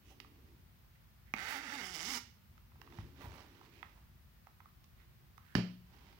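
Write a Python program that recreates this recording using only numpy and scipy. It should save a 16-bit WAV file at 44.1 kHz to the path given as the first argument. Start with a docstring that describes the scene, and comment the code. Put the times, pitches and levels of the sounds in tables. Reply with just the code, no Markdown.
"""Unzipping a small hard case

On a table in a small room, a zip slider snaps free and rasps over the teeth, shaking the case's shell.
Hands rub and shift the case, which ticks and bumps softly; then a hard knock sets the table booming.
It all happens to the right of two microphones, over a low room rumble and a thin hiss."""
import sys
import numpy as np
from scipy import signal
from scipy.fft import rfft, irfft, next_fast_len
from scipy.io import wavfile
from scipy.ndimage import map_coordinates

SR = 44100
rng = np.random.default_rng(int(sys.argv[2]) if len(sys.argv) > 2 else 0)


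def master_out(mix):
    """Clip the mix to full scale and print it as 16-bit PCM to the path in sys.argv[1]."""
    frames = np.transpose(np.atleast_2d(mix))
    ceiling = np.clip(frames, -1, 1)
    pcm = np.round(ceiling * 32767).astype(np.int16)
    wavfile.write(sys.argv[1], SR, pcm)


N = 272973

# How fast the slider moves. Each row: time in seconds, teeth per second.
SLIDER_SPEED = [(1.355, 62), (1.41, 185), (1.50, 259), (1.53, 308), (1.57, 257), (1.63, 330), (1.69, 214),
                (1.72, 281), (1.755, 291), (1.84, 184), (1.93, 182), (1.99, 142), (2.04, 184), (2.11, 281),
                (2.16, 234)]
# How hard the hand pulls. Each row: time in seconds, strength in dB.
HAND_PULL = [(1.36, -51.5), (1.396, -48), (1.474, -48), (1.49, -44.5), (1.578, -46.5), (1.604, -52.5),
             (1.754, -47.5), (1.764, -50), (1.84, -48.5), (1.92, -55.5), (1.952, -48), (1.972, -52),
             (2.122, -47.5), (2.18, -48.5)]
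# The tone of each part of the zip. Each row: frequency in Hz, relative level in dB.
FIRST_SIDE_TONE = [(100, -30), (400, -11.5), (620, -11.5), (850, -1.5), (1030, -15), (1300, 1.5),
                   (1700, -1), (2050, 3.5), (2350, -5.5), (2750, -6), (3400, -12), (4600, -11.5),
                   (7000, -56)]  # the shell before the corner
SECOND_SIDE_TONE = [(100, -17), (340, -1), (560, -15), (820, 0.5), (1030, -5.5), (1350, 2), (1650, -5),
                    (2150, 3), (2550, -6.5), (3050, 0), (3600, -11.5), (4600, -21), (7000, -48)]  # the shell past the corner
TEETH_TONE = [(1500, -36), (3000, -19), (3900, -5), (4500, -4.5), (5200, 2), (5700, -1.5), (6400, -4),
              (7500, -8.5), (9000, -16.5), (15500, -32)]
TAPE_TONE = [(4000, -29), (8500, -1.5), (10700, -3), (12600, -2), (15300, 4.5)]  # the slider's fine hiss on the cloth tape

def zipper(start=1.358, end=2.1865, usual_pull_db=-49.5, usual_rate=165, buzz_hz=264, whine_hz=880):
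    """Each tooth snaps out of the slider; the other row answers in between and the tape scrapes along."""
    t = np.arange(N) / SR
    rate, = curves(SLIDER_SPEED)
    pull_db, = curves(HAND_PULL)
    moving = np.clip((t - start) / 0.0034, 0, 1) * np.clip((end - t) / 0.0084, 0, 1)
    teeth_passed = np.cumsum(rate * (t > start)) / SR
    in_open = np.interp(t, (1.83, 1.865), [0, 1])  # the slider comes out from behind the case
    teeth = np.zeros(N)
    for offset, row_db in ((.5, 0), (1, -11)):
        early_or_late, strength = rng.standard_normal((300, 2)).T
        places = np.arange(300) + offset + .015 * early_or_late
        at = np.searchsorted(teeth_passed, places).clip(0, N - 1)
        teeth += np.bincount(at, amp(row_db + 1.2 * strength) * np.sqrt(SR / rate[at]), N)
    # a tooth chatters briefly as it leaves its neighbour
    life = 0.00042 * SR
    chatter_power = signal.lfilter([1 / life], [1, -np.exp(-1 / life)], teeth ** 2)
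    chatter = np.sqrt(np.abs(chatter_power)) * rng.standard_normal(N)
    scrape = rng.standard_normal(N) * amp(1.2 * wobble(250))
    scrape_share = np.clip((.3 - .14 * in_open) * (rate / usual_rate) ** 0.82, 0, 1)
    snaps = 0.73 * teeth + .5 * chatter
    force = moving * (np.sqrt(1 - scrape_share) * snaps + np.sqrt(scrape_share) * scrape)
    # the shell bends in waves, and low pitches arrive later (about 2 ms at 1000 Hz)
    bent = filtered(force, lambda hz: np.exp(-4j * np.pi * 0.002012 * np.sqrt(1000 * hz)))
    turn = np.interp(t, (1.81, 1.82), [0, np.pi / 2])  # the slider rounds the corner
    drive = bent * amp(pull_db + 1.5)
    rasp = coloured(drive * np.cos(turn), FIRST_SIDE_TONE)
    rasp += coloured(drive * np.sin(turn), SECOND_SIDE_TONE)
    # the teeth grow clearer as the slider nears the microphones
    click_db = pull_db - 12 + 11.5 * (np.clip(t, start, end) - start) + 5.5 * in_open
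    tape_db = -65.5 + 2.5 * (pull_db - usual_pull_db) + 8 * in_open
    clicks = coloured(-force * amp(click_db), TEETH_TONE) + coloured(force * amp(tape_db), TAPE_TONE)
    # the teeth pump the shell; the stiff hinge side holds this buzz down for the first 40 or so
    buzz_db = pull_db - 3.5 - 12 / (1 + (teeth_passed / 40) ** 10)
    phase = 2 * np.pi * teeth_passed
    buzz = amp(buzz_db + 2 * wobble(70)) * np.sin(phase + 0.43 * wobble(120))
    buzz /= np.hypot(1, (rate - buzz_hz) / 38)
    # the shell sings when 3 or 4 times the tooth rate meets its own pitch
    whine = sum(np.sin(k * phase + .5 * wobble(60)) / np.hypot(1, (k * rate - whine_hz) / 40)
                for k in (3, 4))
    return rasp + clicks + moving * (buzz + amp(pull_db - 3.5) * whine)


# The slider's ringing notes. Each row: pitch in Hz, relative level in dB, fade time in seconds.
SLIDER_NOTES = [(210, -14, 0.033), (336, -16, 0.02), (784, -10, 0.016), (1220, -7.5, 0.015),
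                (2130, -2, 0.01), (2460, 0, 0.0067)]
# The tone of a small crack, here and in the ticks. Each row: frequency in Hz, relative level in dB.
CRACK_TONE = [(300, -9), (1000, -0.5), (2800, 3), (4200, -3), (6000, -1.5), (8000, -17.5), (15000, -11.5)]

def slider_clack(start=1.3383, db=-21):
    """The slider breaks free with one bright clack, then settles against the first tooth."""
    out = np.zeros(N)
    add(out, start, amp(db) * ringing(SLIDER_NOTES, scatter_db=.5, attack=0.00049))
    add(out, start, amp(db - 12) * snap(CRACK_TONE, grit=0.25, fade=0.0091))
    add(out, start + 0.0069, amp(db - 18.5) * snap(FIRST_SIDE_TONE, grit=0.24, fade=.008))
    return out


# An edge lands in quick hits. Each row: start in seconds, relative crack and thump levels in dB.
KNOCK_HITS = [(5.5521, -23.5, -50), (5.5527, -26, -36), (5.5538, -24, -19), (5.5567, -31, -32.5),
              (5.5856, -46, -26.5)]
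# The tone of the edge's crack. Each row: frequency in Hz, relative level in dB.
EDGE_TONE = [(250, -10.5), (560, 2), (750, -1), (1150, -1.5), (1350, -4), (1750, -7), (2300, -6),
             (4300, -8.5), (5600, -11), (6600, -21), (8200, -31), (15000, -36)]
# The table's ringing notes. Each row: pitch in Hz, relative level in dB, fade time in seconds.
TABLE_NOTES = [(85, -27, 0.27), (116.4, -5, 0.41), (181.1, -3.5, 0.54), (210.3, -8.5, 0.37),
               (254.5, -13.5, 0.19), (306, -21, .18), (351, -10, 0.15), (410, -15.5, 0.098),
               (591, -20, .13)]

def knock():
    """A hard edge cracks against the table; its weight follows and makes the top boom."""
    out = np.zeros((2, N))
    boom = np.zeros(N)
    thud_notes = [(216, -0.5, 0.027), (300, -15, 0.0053)]
    for start, crack_db, thump_db in KNOCK_HITS:
        crack = amp(crack_db + 3) * snap(EDGE_TONE, grit=0.15, fade=0.0064)
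        add(out, start, in_room(np.pad(crack, (0, SR // 2)), echo_db=-3.5))
        add(boom, start, amp(thump_db - 9) * ringing(TABLE_NOTES, scatter_db=1, attack=0.0013))
        add(boom, start, amp(thump_db + 5) * ringing(thud_notes, scatter_db=0.5, attack=0.00037))
    edge_ping = amp(-12) * ringing([(1750, 0, 0.0082)], scatter_db=1, attack=0.0013)
    add(out, KNOCK_HITS[0][0], in_room(edge_ping, echo_db=-13.5))
    return out + in_room(boom, echo_db=-10)


# Taps of the shell and zip pull. Each row: time in seconds, relative level in dB,
# favoured pitch in Hz, then level changes in dB for the crack and for the rim.
TAPS = [(0.201, -43.5, 2136, 3, -3.5), (0.245, -50.5, 1220, -19, -13), (2.578, -56.5, 1430, -8, -10),
        (2.718, -54.5, 1310, -16, -18), (2.756, -55, 840, -23, -18), (2.815, -45.5, 966, -4, -7),
        (2.873, -48.5, 950, -29, -13), (2.923, -50, 970, -20, -10), (2.985, -41, 940, -17, -13),
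        (3.256, -42, 735, -24, -17), (3.612, -46, 940, -19, -28), (3.828, -37.5, 1140, -22, -4.5),
        (4.469, -45.5, 890, -17, -14), (4.603, -46.5, 1100, -24, -12), (4.656, -48, 1220, -25, -18),
        (4.842, -60.5, 1145, 3, -20), (5.378, -43, 1220, -15.5, -15.5)]
# The case's ringing notes. Each row: pitch in Hz, relative level in dB, fade time in seconds.
SHELL_NOTES = [(794, -2.5, 0.017), (1020, 1, 0.012), (1135, -2, 0.019), (1268, 2, 0.015)]
RIM_NOTES = [(1585, -4.5, 0.011), (1974, 3.5, 0.0087), (2576, -5, 0.0091), (3410, -6, 0.0071)]  # stiffer, so higher

def ticks(focus_db_per_octave=13):
    """Light taps ring the shell; the spot touched favours the notes near one pitch."""
    out = np.zeros(N)
    for time, db, pitch, crack_db, rim_db in TAPS:
        start = time + .0006
        notes = [(hz, level - focus_db_per_octave * abs(np.log2(hz / pitch)), fade)
                 for hz, level, fade in SHELL_NOTES]
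        add(out, start, amp(db) * ringing(notes, scatter_db=3, attack=0.00055))
        add(out, start, amp(db + rim_db + 6) * ringing(RIM_NOTES, scatter_db=2.5, attack=0.00094))
        add(out, start, amp(db + crack_db + 4.5) * snap(CRACK_TONE, grit=1, fade=0.012))
    return out


# Soft landings. Each row: start in seconds, relative level in dB, pitch in Hz, fade time in seconds.
CASE_BUMPS = [(2.986, -34.5, 87.6, 0.063), (3.022, -40, 73.4, 0.1), (3.239, -39, 78, 0.084),
              (3.269, -36.5, 66, 0.1)]

def bumps():
    """The padded case meets the table with dull thuds."""
    out = np.zeros(N)
    for start, db, hz, fade in CASE_BUMPS:
        notes = [(hz, db + 3, fade), (hz * 2.23, db - 11, fade)]
        add(out, start, ringing(notes, scatter_db=1.5, attack=0.0027))
    return out


# Hand strokes. Each row: start and length in seconds, relative skin and case levels in dB.
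HAND_STROKES = [(0.012, 0.51, -80.5, -65), (2.755, 0.1, -77, -63.5), (2.889, 0.16, -67, -59),
                (3.159, 0.25, -62.5, -59.5), (3.502, 0.27, -69, -64.5), (3.816, 0.13, -75.5, -80),
                (4.95, 0.28, -89, -77), (5.88, 0.43, -68.5, -68.5)]
# The tones of rubbing skin and of the case under it. Each row: frequency in Hz, relative level in dB.
SKIN_TONE = [(300, -6.5), (600, -1.5), (900, 3.5), (1300, -1.5), (1800, -2.5), (2600, -4.5), (3600, -7.5),
             (5500, -10.5), (7500, -20.5), (15000, -39)]
CASE_TONE = [(120, -1), (220, 1), (390, 2.5), (520, -14.5), (900, -38.5)]

def hands():
    """Skin catches and slides on the fabric-covered shell in uneven little grains."""
    skin_gain, case_gain = np.zeros((2, N))
    for start, length, skin_db, case_db in HAND_STROKES:
        press = stroke(start, length, attack=0.12, release=0.08)
        skin_gain += amp(skin_db - 1) * press
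        case_gain += amp(case_db - 4) * press
    grains = rng.standard_normal(N) * unit(amp(3.1 * wobble(400) + 2.1 * wobble(30)))
    return coloured(grains * skin_gain, SKIN_TONE) + case_gain * noise(CASE_TONE)


# Finger wipes. Each row: middle and half length in seconds, level in dB, strongest frequency in Hz.
FINGER_WIPES = [(0.092, 0.03, -70.5, 2800), (0.096, 0.029, -74.5, 5900), (0.118, 0.01, -68, 740),
                (0.957, 0.0056, -73, 2010), (1.286, .02, -73, 1960), (3.766, 0.035, -69.5, 2570),
                (3.974, 0.017, -70, 910), (5.009, 0.021, -73.5, 1880), (5.509, 0.055, -70, 1690)]

def finger_wipes():
    """A fingertip wipes the shell: a short swell of grainy noise."""
    t = np.arange(SR // 2) / SR - .25
    out = np.zeros(N)
    for middle, half, db, hz in FINGER_WIPES:
        swell = amp(db) * np.exp(-.5 * (t / half) ** 2) * rng.standard_normal(len(t))
        tone = [(hz / 4, -26), (hz * 0.58, -11), (hz, 0), (hz * 1.26, -9), (hz * 4, -28)]
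        add(out, max(middle + t[0], 0), coloured(swell, tone)[t >= -middle])
    return out * amp(3 * wobble(300))


# Shoves of the case. Each row: start in seconds, length in seconds, level in dB.
SHOVES = [(3.205, 0.049, -57), (3.338, 0.065, -64)]
# The tone of scraping fabric. Each row: frequency in Hz, relative level in dB.
FABRIC_TONE = [(250, -13), (560, 3), (720, -4), (950, 6), (1400, -3.5), (2200, -8), (4000, -20),
               (7500, -23.5), (11000, -23), (15500, -16)]

def drag():
    """The fabric cover scrapes across the table top, thread by thread."""
    grains = unit(rng.standard_normal(N) * amp(3 * wobble(500) + 0.85 * wobble(40)))
    push = sum(amp(db) * stroke(start, length, attack=0.022, release=0.039)
               for start, length, db in SHOVES)
    return coloured(grains * push, FABRIC_TONE)


# How long the room echoes. Each row: frequency in Hz, fade time in seconds.
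ECHO_FADE = [(120, 0.5), (400, 0.36), (1000, 0.32), (3000, 0.43), (6000, 0.38), (14000, 0.15)]
# The echo's tone. Each row: frequency in Hz, boost or cut in dB.
ECHO_TONE = [(100, -0.5), (400, -1), (2000, 2), (5000, 0), (8000, -1), (15000, 9)]
# The balance between the microphones. Each row: frequency in Hz, left level minus right level in dB.
DIRECT_BALANCE = [(200, 0.5), (500, -6.5), (900, -6), (1400, -9), (2200, -43), (5000, -28), (10000, -17.5),
                  (15000, -10)]
ECHO_BALANCE = [(250, 6), (600, -6), (1300, -7), (2500, -11.5), (5000, -20), (10000, -53)]

def in_room(sound, echo_db, left_delay_s=0.00019):
    """A sound reaches the right microphone first, then the left, and the room echoes it."""
    hz, t, (left, right) = signal.stft(rng.standard_normal((2, SR // 2)), SR, nperseg=256)
    alike = 1 / (1 + (hz[:, None] / 600) ** 4)  # the bass is alike on both sides
    pair = np.array([alike * right + np.sqrt(1 - alike ** 2) * left, right])
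    fading = amp(-60 * t / along(ECHO_FADE, hz)[:, None]) * np.clip(t / 0.0054, 0, 1)
    tail = signal.istft(pair * fading, SR, nperseg=256)[1]
    tail = filtered(tail / np.linalg.norm(tail[1]), lambda f: amp(along(ECHO_TONE, f)))
    echo = signal.fftconvolve(sound[None], tail, axes=1)[:, :len(sound)]
    direct = filtered(sound, lambda f: np.exp(-2j * np.pi * np.outer([left_delay_s, 0], f)))
    return shaded(direct, DIRECT_BALANCE) + amp(echo_db) * shaded(echo, ECHO_BALANCE)


def shaded(pair, balance):
    """The left microphone faces away from the sound and loses its treble."""
    def gains(hz):
        left = amp(along(balance, hz))
        return 2 * np.array([left, np.ones_like(hz)]) / (1 + left)
    return filtered(pair, gains)


# The tones of the background. Each row: frequency in Hz, relative level in dB.
RUMBLE_TONE = [(15, -52), (25, -11), (54, 3), (81, -0.5), (136, -5.5), (198, -12.5), (233, -13), (248, -20),
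               (264, -26.5), (284, -32.5), (352, -23.5), (500, -80), (650, -48), (1100, -120)]
HISS_TONE = [(100, 13.5), (500, 1.5), (1000, 3.5), (2000, 1.5), (3000, -1.5), (5000, -4.5), (7500, -11),
             (10000, -10.5), (12500, -5.5), (15500, 0)]

def background():
    """The room rumbles, much the same on both sides, and each microphone adds its own hiss."""
    rumble_gain = amp(-63.5 + 1.1 * wobble(2.97))
    rumble = noise(RUMBLE_TONE) + 0.44 * np.array([noise(RUMBLE_TONE), noise(RUMBLE_TONE)])
    return rumble_gain * rumble + amp(-67) * np.array([noise(HISS_TONE), noise(HISS_TONE)])


def ringing(notes, scatter_db, attack):
    """A struck thing rings: each note starts at a slightly random level and drops 60 dB per fade time."""
    t = np.arange(SR // 2) / SR
    ring = np.zeros(len(t))
    for k, (hz, db, fade) in enumerate(notes):
        level = amp(db + scatter_db * rng.standard_normal() - 60 * t / fade)
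        ring += (-1) ** k * level * np.sin(2 * np.pi * hz * t)
    return ring * (1 - np.exp(-t / attack))


def snap(tone, grit, fade):
    """One hard contact: a click with a short gritty tail, scaled to a peak of 1."""
    t = np.arange(SR // 20) / SR
    burst = coloured((t == 0) + grit * rng.standard_normal(len(t)) * amp(-60 * t / fade), tone)
    return burst / np.abs(burst).max()


def stroke(start, length, attack, release):
    """The strength of one hand movement: it swells around its start, holds and dies away."""
    t = np.arange(N) / SR - start
    return np.clip(.5 + t / attack, 0, 1) * np.exp(-np.maximum(t - length, 0) / release)


def amp(db):
    """Turn decibels into a multiplier."""
    return 10 ** (np.asarray(db) / 20)


def unit(x):
    """Scale a signal to an average power of 1."""
    return x / np.sqrt(np.mean(x ** 2) + 1e-20)


def along(points, hz):
    """Read between the rows of a frequency table, with octaves evenly spaced."""
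    frequencies, values = np.transpose(points)
    return np.interp(np.log(hz + 1), np.log(frequencies + 1), values)


def curves(rows):
    """Join the rows of a time table with straight lines, one value per sample."""
    times, *columns = np.transpose(rows)
    return [np.interp(np.arange(N) / SR, times, column) for column in columns]


def wobble(rate):
    """A smooth curve through `rate` random values a second."""
    return map_coordinates(rng.standard_normal(int(N * rate / SR) + 4), [np.arange(N) * rate / SR])


def filtered(x, response):
    """Multiply each frequency in a sound by response(hz)."""
    n = x.shape[-1]
    size = next_fast_len(n + SR // 4)
    return irfft(rfft(x, size) * response(np.fft.rfftfreq(size, 1 / SR)), size)[..., :n]


def coloured(x, tone, size=4096):
    """Give a sound a tone, using a filter that leaves white noise equally strong."""
    log_shape = irfft(np.log(amp(along(tone, np.fft.rfftfreq(size, 1 / SR)))))
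    fold = np.r_[1, np.full(size // 2 - 1, 2), np.zeros(size // 2)]  # ring after a hit, never before
    ring = irfft(np.exp(rfft(log_shape * fold)))
    return signal.fftconvolve(x, ring / np.linalg.norm(ring))[:len(x)]


def noise(tone):
    """Steady noise with the given tone."""
    return coloured(rng.standard_normal(N), tone)


def add(track, start, sound):
    """Mix a sound into a track at a start time in seconds."""
    part = track[..., round(start * SR):][..., :sound.shape[-1]]
    part += sound[..., :part.shape[-1]]


def scene():
    """The zip, the knock and the handling in their room, over the background."""
    unzipping = in_room(zipper(), echo_db=-9) + in_room(slider_clack(), echo_db=-9)
    hits = in_room(ticks(), echo_db=-9) + knock()
    handling = in_room(hands() + finger_wipes() + drag() + bumps(), echo_db=-6.5)
    return unzipping + hits + handling + background()


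def record(dry, low_cut_hz=48, top_hz=15850):
    """The recorder cuts the deepest bass and the highest treble."""
    cut = signal.sosfilt(signal.butter(4, low_cut_hz, "highpass", fs=SR, output="sos"), dry)
    return filtered(cut, lambda hz: hz < top_hz)


dry = scene()
out = record(dry)
master_out(out)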